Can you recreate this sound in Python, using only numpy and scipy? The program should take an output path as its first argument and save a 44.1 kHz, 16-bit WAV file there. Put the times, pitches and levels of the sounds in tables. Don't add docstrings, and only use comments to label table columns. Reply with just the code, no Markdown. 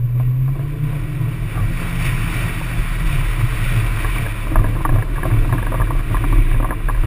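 import sys
import numpy as np
from scipy import signal
from scipy.fft import next_fast_len
from scipy.io import wavfile
from scipy.ndimage import uniform_filter1d

SR = 44100
rng = np.random.default_rng(int(sys.argv[2]) if len(sys.argv) > 2 else 0)


def bounce(signal):
    frames = np.transpose(np.atleast_2d(signal))
    limited = np.clip(frames, -1, 1)
    pcm = np.round(limited * 32767).astype(np.int16)
    wavfile.write(sys.argv[1], SR, pcm)


def voltage_ratio(level):
    return 10 ** (np.asarray(level, float) / 20)


N = 311346
T = np.arange(N) / SR

# [t/s, level/dB]
ROAD = [(0, -43.5), (.65, -40.5), (1.4, -41), (1.6, -39), (2.4, -37.5), (2.7, -39.5), (3.1, -37),
        (3.5, -38), (4.2, -35.5), (4.4, -39.5), (4.6, -35), (5.07, -40.5), (5.4, -35.5), (6.05, -40.5),
        (6.4, -37.5), (7.06, -42)]
# [t/s, peak level/dB, fall/s]
HEAVES = [(.86, -18.5, 0.069), (.97, -21, 0.092), (7.0, -9.5, 0.078), (1.43, -20, 0.059),
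          (1.68, -18.5, 0.16), (2.08, -19, 0.32), (2.3, -32, 0.44), (2.8, -13, 0.047), (2.91, -20, 0.09),
          (3.07, -12, .06), (3.19, -8, 0.044), (3.29, -14, 0.033), (3.48, -19.5, 0.16), (3.67, -18, 0.17),
          (3.98, -17.5, 0.22), (4.21, -30, .2), (4.58, -7, 0.084), (4.69, -17, 0.03), (4.92, -11.5, 0.095),
          (5.13, -17, 0.081), (5.25, -36.5, 0.073), (5.41, -11.5, 0.076), (5.64, -16.5, 0.039),
          (5.82, -12.5, 0.06), (5.97, -12.5, 0.053), (6.06, -15, 0.046), (6.17, -11.5, 0.039),
          (6.38, -8.5, 0.13), (6.56, -11, 0.13), (6.88, -11, 0.067)]
# [t/s, peak level/dB, fall/s]
JOLTS = [(.6, -20.5, .1), (.86, -30, .1), (1.0, -23, 0.4), (1.26, -16.5, 0.081), (1.48, -26, 0.18),
         (1.63, -20, 0.13), (2.08, -19, 0.19), (2.38, -20.5, 0.3), (2.79, -23, 0.1), (3.0, -26, 0.09),
         (3.14, -18.5, 0.054), (3.22, -18.5, 0.054), (3.44, -16.5, 0.074), (3.77, -17, 0.19),
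         (4.21, -18, 0.092), (4.6, -17, 0.054), (4.69, -21, 0.38), (4.95, -10.5, 0.059), (5.33, -16, 0.13),
         (5.53, -10, 0.052), (5.64, -28, 0.029), (5.82, -16.5, 0.093), (5.93, -19.5, 0.067),
         (6.12, -18, 0.039), (6.18, -20.5, 0.048), (6.28, -22.5, 0.096), (6.4, -20, 0.18),
         (6.56, -24, 0.17), (6.88, -25, 0.036), (7.05, -20, 0.098)]
# [f/Hz, width/Hz, level/dB]
FIRST_BENDING = [(27.45, 8.5, 2), (39.34, 7.6, 2)]
SECOND_BENDING = [(107.8, 11.6, 2.5), (132.7, 33, -6.5)]
UPPER_BODY = [(66.7, 35.2, 7), (157.7, 62.7, 3), (272.7, 65.4, -0.5), (325.2, 52.7, 1), (442.8, 9.2, -0.5),
              (528, 37, -9.5), (694, 74, -12.5), (745, 13, -16), (1006, 81, -11.5), (1150, 69, -13.5)]
# [t/s, f/Hz]
SECOND_BENDING_PITCH = [(.62, 122.5), (1.3, 118.9), (1.55, 110.2), (2.0, 114.4), (2.4, 115.6), (2.7, 112),
                        (3.6, 112.9), (4.4, 111.5), (5.28, 110), (7.06, 110.2)]
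# [t/s, peak level/dB, low level/dB, body level/dB, high level/dB]
DROPS = [(0.1992, -30, 3, -1, -16), (0.4793, -34.5, -8, -5, -6), (0.5556, -36, 1, -1, -13),
         (0.5938, -33, -2, -2, -8), (0.9275, -33.5, -8, -9, -8), (2.6125, -26, -12, -9, -6),
         (3.4077, -29, 3, -10, -10), (4.1609, -24.5, -4, -10, -15), (4.4672, -27, -8, -7, -7),
         (4.5175, -30.5, 11, 2, 1), (4.557, -9.5, -5, -10, -10), (4.5895, -24, 4, -7, -9),
         (4.6175, -30, -5, -1, -2), (4.7526, -30, -5, -5, -2), (4.7661, -26, -1, -13, -12),
         (4.807, -24, -6, -10, -16), (4.8506, -11, -8, -12.5, -11), (4.9586, -24, -7, -3, -7),
         (5.179, -22.5, -9, -7, -20), (5.253, -21.5, -9, -0.5, -16), (5.3666, -29.5, -1, -11, -16),
         (5.4933, -26, -1, -9, -8), (5.5261, -15.5, -2, -12, -7), (5.7194, -21.5, -7, -5, -12),
         (5.7423, -18.5, -9, -5.5, -10), (5.7997, -20, -7, -7, -9), (6.0038, -33, 1, -7, -8),
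         (6.1442, -15.5, -6, -17, -14), (6.3815, -29, 10, -4, -13), (6.6008, -22, 3, -3, -15),
         (6.6272, -24, 5, -7, -8), (6.6447, -16.5, -19, -6.5, -13), (6.7229, -22.5, -3, -7, -18),
         (6.8966, -16, -12, -20, -17), (7.0355, -24.5, 4, -9, -17)]
# [t/s, peak level/dB, low level/dB, body level/dB, high level/dB]
TAPS = [(3.971, -30, -3, -8, -4), (4.0463, -22.5, -4, -7, 3.5), (4.2638, -27.5, -4, -8, 4),
        (4.6425, -21, -14, -5, -1), (4.6644, -33, -7, -7, 0), (4.8918, -21, -8, -2.5, -3),
        (4.9254, -30, 5, 1, -5), (4.9854, -27, 0, -1, 2), (5.024, -26.5, -2, -4, 4),
        (5.1588, -32, -8, -9, 3), (5.232, -22.5, -12, -9, 3), (5.3124, -27.5, 2, -7, -2),
        (5.448, -23.5, -6, -9, -9), (5.5484, -30, 10, -3, -4), (5.5822, -23.5, -10, -11, 0),
        (5.627, -24, -12, -7, -1), (5.668, -23.5, -10, -7, 1), (5.8168, -20, -3, -11, -2),
        (5.871, -29.5, 0, -6, 2), (5.9065, -17.5, -15, -8, -8), (5.9508, -29, -8, -4, -7),
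        (5.9924, -32, 0, -5, -1), (6.1684, -24, -12, -9, -1), (6.2395, -19.5, 5, -5.5, -2),
        (6.3261, -19.5, 3, -11, -4), (6.5133, -29.5, 6, -7, 4), (6.5435, -26.5, -3, -6, -4),
        (6.5625, -33, 6, -4, 2), (6.7074, -20.5, -10, -4, 1.5), (6.8864, -22.5, -11, -19, 2),
        (6.9481, -30, 3, -9, 1)]
# [t/s, peak level/dB, high level/dB]
MORE_TAPS = [(4.687, -36, 1), (4.724, -34, -6), (4.997, -31, -3), (5.301, -28, -15), (5.334, -29.5, -13),
             (5.775, -30, -9), (6.109, -29, -14), (6.206, -29, -16), (6.36, -28, -7), (6.468, -38, 9),
             (6.663, -34, -8), (6.688, -27, -18), (6.803, -31.5, -14), (6.974, -34, -3)]
# [f/Hz, level/dB, t60/s]
BAR_LOW = [(290, 3.5, 0.27), (322, 18.5, 0.05), (446, 4, 0.033)]
BAR_BODY = [(550, -1, 0.043), (648, 0.26, 0.066), (750, -0.9, 0.067)]
BAR_MIDDLE = [(960, 3, 0.045), (1050, 7.5, 0.045), (1140, 5, 0.04), (1400, -5, 0.025)]
BAR_HIGH = [(1667, 16, 0.033), (1645, 4.5, 0.03), (1860, -15, 0.011)]
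# [t/s, f/Hz, level/dB]
ENGINE = [(0, 118.6, -18), (.32, 125.7, -15), (.45, 131, -16), (.53, 135, -18), (.553, 136.5, -34),
          (.575, 138, -22), (.7, 145.5, -25), (.85, 148.4, -23.5), (.95, 148.5, -29), (1.23, 152.8, -27),
          (1.43, 157.9, -30), (1.7, 166, -28), (1.86, 168.3, -28), (2.21, 166.8, -28.5), (2.87, 165.5, -33),
          (3.05, 157, -27.5), (3.18, 139.6, -28), (3.33, 120, -30)]
# [t/s, level/dB]
WIND = [(0, -56), (.5, -50.5), (.82, -47), (.86, -44), (1.46, -42.5), (1.76, -37.5), (1.81, -35),
        (2.45, -33), (2.65, -35.5), (3.1, -34.5), (4.15, -34.5), (4.74, -41.5), (5.44, -39.5),
        (6.05, -40.5), (6.1, -38.5), (6.6, -47), (6.75, -47.5), (7.06, -39.5)]
# [t/s, level over the flow/dB, half length/s]
GUSTS = [(0.225, 4.5, 0.088), (0.875, 0, .1), (1.528, 4, 0.071), (2.068, 7, 0.089), (2.354, 1.5, 0.15),
         (3.132, 4, 0.041), (3.683, 4, 0.18), (3.938, -3, 0.068), (4.02, 3, 0.04), (4.173, 2, 0.12),
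         (4.834, 2, 0.064), (5.077, -7.5, 0.076), (5.274, 3, 0.034), (5.78, 2, 0.059), (6.53, 9, 0.43)]
# [f/Hz, width/Hz, level/dB]
HOUSING = [(683, 230, -12.5), (1018, 141, -5), (1423, 440, -6.5), (1895, 88, -0.5), (2299, 134, 1.5),
           (2644, 313, -4.5), (3110, 224, -11), (3465, 76, -8.5), (3824, 147, -15), (4580, 100, -20),
           (5480, 200, -21)]
# [t/s, peak level/dB, fall/s]
RAIL_HUMS = [(4.52, -28, 0.045), (4.605, -25.5, .04), (4.77, -35, 0.04), (4.9, -29, .07), (5.12, -33, .05),
             (5.26, -27.5, .06), (5.34, -31, 0.11), (5.45, -34, .05), (5.55, -27, .04), (5.72, -33, .08),
             (5.92, -32.5, 0.082), (6.12, -31, 0.055), (6.255, -26, 0.039), (6.36, -29, .1),
             (6.53, -33, .1), (6.7, -33, 0.061), (6.82, -38, 0.05)]
# [f/Hz, width/Hz, level/dB]
RAIL = [(262, 40, -3), (316, 39, 1), (365, 44, -4)]
# [t/s, level/dB]
RUB = [
    (1.51, -45),
    (1.58, -34),
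    (1.63, -36),
    (1.65, -48),
]
# [f/Hz, width/Hz, level/dB]
RUB_TONE = [(1140, 76, 6), (1570, 570, -11), (700, 300, -2), (2260, 330, -10)]


def tube():
    road_db, = columns(ROAD)
    first = band(resonant_noise(FIRST_BENDING, 0, 1), 2, 15, 50)
    first = steadied(first, window_s=0.043, share=0.75)
    first_calm_db = road_db + 11.5 + 1.0 * T

    second = band(resonant_noise(SECOND_BENDING, 0, 1), 2, 80, 160)
    second = steadied(second, window_s=0.027, share=0.24)
    rest_hz = 112
    shift = 2 * np.pi * np.cumsum(columns(SECOND_BENDING_PITCH)[0] - rest_hz) / SR
    second = np.real(signal.hilbert(second, next_fast_len(N))[:N] * np.exp(1j * shift))
    second_calm_db = road_db + 8

    upper = resonant_noise(UPPER_BODY, patchy_db=1.44, patchy_rate=4.0)
    thump_db = -13
    upper_calm_db = road_db + 7.5 - thump_db + 1.3 * drift(9.9)
    thumps = voltage_ratio(thump_db) * jolted(JOLTS, upper_calm_db)
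    return jolted(HEAVES, first_calm_db) * first + jolted(JOLTS, second_calm_db) * second + thumps * upper


def cross_bar():
    drop_chatter_ms, tap_chatter_ms = 3.3, 3.4
    more_tap_low_db, more_tap_body_db = 2, -5
    rows = [(*row, drop_chatter_ms) for row in DROPS]
    rows += [(*row, tap_chatter_ms) for row in TAPS]
    rows += [(s, peak, more_tap_low_db, more_tap_body_db, high, tap_chatter_ms) for s, peak, high in MORE_TAPS]
    s, peak_db, low_db, body_db, high_db, chatter_ms = np.transpose(rows)

    bumps = rng.laplace(size=(len(s), 4096))
    bumps[:, 66] += 2.2 * np.sqrt(66)
    low = voltage_ratio(low_db - 2.5)[:, None] * clack(BAR_LOW, bumps, 2.2 * chatter_ms, rise_ms=1.1)
    body = voltage_ratio(body_db + 6.0)[:, None] * clack(BAR_BODY, bumps, 1.5 * chatter_ms, rise_ms=0.77)
    middle = voltage_ratio(4.0) * clack(BAR_MIDDLE, bumps, 1.9 * chatter_ms, rise_ms=1.92)
    high = voltage_ratio(high_db + 4.5)[:, None] * clack(BAR_HIGH, bumps, 0.28 * chatter_ms, rise_ms=0.81)
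    knocks = voltage_ratio(peak_db)[:, None] * (low + body + middle + high)

    start = ((s - .0015) * SR).astype(int)
    at = start[:, None] + np.arange(knocks.shape[1])
    rattle = np.bincount(at.ravel(), knocks.ravel())[:N]
    return band(rattle, 3, 200, 1950)


def clack(modes, bumps, chatter_ms, rise_ms):
    ms = np.arange(bumps.shape[1]) * 1000 / SR
    swell = 1 - np.exp(-ms / rise_ms)
    contact = bumps * swell * np.exp(-ms / np.maximum(chatter_ms, .5)[:, None])
    strength_db = rng.standard_normal((len(bumps), len(modes)))
    out = 0
    for k, (hz, db, t60) in enumerate(modes):
        out = out + voltage_ratio(db + strength_db[:, [k]]) * ring(contact, hz, t60)
    return out / np.abs(out).max(axis=1, keepdims=True)


def engine():
    hz, level_db = columns(ENGINE)
    turn = 2 * np.pi * np.cumsum(hz + .3 * drift(8.0)) / SR
    body_boom = 1 / (1 + ((2 * hz - 312) / 22) ** 2)
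    octave = body_boom * voltage_ratio(-13 + 3.1 * drift(12.0)) * np.sin(2 * turn)
    panel_boom = 1 / (1 + ((1.5 * hz - 254) / 8) ** 2)
    fifth = panel_boom * voltage_ratio(-13 + 3.0 * drift(5.0)) * np.sin(1.5 * turn)
    note = np.sin(turn) + octave + fifth

    pulling_away = ramp([.97, 1.17], [1, 0])
    shaft = voltage_ratio(-32 + 2.5 * drift(3.0)) * np.sin(turn / 4) * pulling_away
    sounding = ramp([3.3, 3.5], [1, 0])
    flutter_db = 2.3 * drift(11.0)
    return np.sqrt(2) * (shaft + note * sounding * voltage_ratio(level_db + flutter_db))


def wind():
    flow_db, = columns(WIND)
    low = resonant_noise(HOUSING[:3], patchy_db=0.4, patchy_rate=4.0)
    panel = resonant_noise(HOUSING[3:9], patchy_db=0.66, patchy_rate=28.0)
    top = resonant_noise(HOUSING[9:], patchy_db=1.0, patchy_rate=33.0)

    gust_db = sum(ramp([s - half, s, s + half], [0, db, 0]) for s, db, half in GUSTS)
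    gusts_per_s = 7.1
    level_db = flow_db + gust_db + 0.37 * drift(gusts_per_s) + 1.5 + 0.57 * drift(25.0)
    low_db = -1.0 - 0.73 * gust_db
    top_db = -19.5 + 0.38 * (flow_db + 45.5) - 1.0 * T
    top_db = top_db + 0.5 * drift(gusts_per_s)
    return voltage_ratio(level_db) * (voltage_ratio(low_db) * low + panel + voltage_ratio(top_db) * top)


def rail():
    hum = band(resonant_noise(RAIL, 0, 1), 2, 220, 420)
    return jolted(RAIL_HUMS, -70) * steadied(hum, window_s=0.027, share=0.6)


def rub():
    level_db, = columns(RUB)
    sliding = ramp([1.51, 1.53, 1.63, 1.645], [0, 1, 1, 0])
    return sliding * voltage_ratio(level_db + 4.6 * drift(61.5)) * resonant_noise(RUB_TONE, 0, 1)


def loose_ticks():
    road_db, = columns(ROAD)
    ticks_per_s, spread_db = 72, 3.5
    rough = ramp([4.5, 4.65], [.25, 1])
    strength = voltage_ratio(spread_db * np.minimum(rng.exponential(1, N), 3))
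    born = (rng.random(N) < ticks_per_s / SR) * strength
    out = 0
    for hz, db, t60 in BAR_BODY + BAR_MIDDLE + BAR_HIGH:
        clicks = born * rng.standard_normal(N) + 1e-18
        out = out + voltage_ratio(db) * ring(clicks, hz, t60)
    return rough * voltage_ratio(road_db - 11) * rms_one(band(out, 2, 400, 2000))


def hiss():
    return voltage_ratio(-59) * rng.standard_normal(N)


def jolted(rows, calm_db):
    s, peak_db, fall_s = np.transpose(rows)[:, :, None]
    t = np.arange(0, N, 32) / SR
    jolt_db = peak_db - 12 * np.abs(t - s) / np.maximum(fall_s, .02)
    power = np.sum(voltage_ratio(jolt_db) ** 2, axis=0)
    return np.sqrt(np.interp(T, t, power) + voltage_ratio(calm_db) ** 2)


def resonant_noise(peaks, patchy_db, patchy_rate):
    white, out = rng.standard_normal(N + SR), 0
    for k, (hz, width, db) in enumerate(peaks):
        r = np.exp(-np.pi * width / SR)
        poles = [1, -2 * r * np.cos(2 * np.pi * hz / SR), r * r]
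        tone = signal.lfilter([(1 - r * r) / 2, 0, (r * r - 1) / 2], poles, white)
        out = out + (-1) ** k * voltage_ratio(db + patchy_db * drift(patchy_rate)) * tone[SR:]
    return rms_one(out)


def steadied(x, window_s, share):
    swell = np.sqrt(uniform_filter1d(x ** 2, int(window_s * SR)) + 0.015)
    return rms_one(x / swell ** share)


def ring(x, hz, t60):
    r, w = voltage_ratio(-60 / (t60 * SR)), 2 * np.pi * hz / SR
    return signal.lfilter([0, np.sin(w)], [1, -2 * r * np.cos(w), r * r], x)


def band(x, order, low_hz, high_hz):
    return signal.sosfilt(signal.butter(order, [low_hz, high_hz], "band", fs=SR, output="sos"), x)


def drift(rate):
    r = np.exp(-80 * np.pi * rate / SR)
    slow = signal.lfilter([1], [1, -2 * r, r * r], rng.standard_normal(N // 40 + 1002))[1000:]
    return np.interp(np.arange(N) / 40, np.arange(len(slow)), rms_one(slow))


def columns(rows):
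    s, *values = np.transpose(rows)
    return [ramp(s, v) for v in values]


def ramp(s, values):
    return np.interp(T, s, values)


def rms_one(x):
    return x / np.sqrt(np.mean(x ** 2))


def scene():
    heard = tube() + cross_bar() + engine() + wind() + rail() + rub() + loose_ticks() + hiss()
    return signal.sosfilt(signal.butter(2, 17.8, "high", fs=SR, output="sos"), heard)[None]


def top_cut(x):
    return signal.sosfilt(signal.butter(12, 15680, fs=SR, output="sos"), x)


def record(dry):
    stored_hz, played_hz = 12000, 48000
    edge = signal.butter(6, 5600.0, fs=SR, output="sos")
    stored = signal.resample_poly(signal.sosfilt(edge, dry), stored_hz, SR, axis=1, padtype="reflect")
    held = np.repeat(stored, played_hz // stored_hz, axis=1)
    played = signal.resample_poly(held, SR, played_hz, axis=1, padtype="reflect")[:, :N]
    played = signal.sosfilt(signal.ellip(12, .5, 75, 15200, fs=SR, output="sos"), played)
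    length = played.shape[1]
    stop_fade_s = .006
    played = played * np.minimum(np.arange(length)[::-1] / (stop_fade_s * SR), 1)
    mix = np.pad(played, ((0, 0), (0, N - length)))
    return top_cut(mix)


dry = scene()
out = record(dry)
bounce(out)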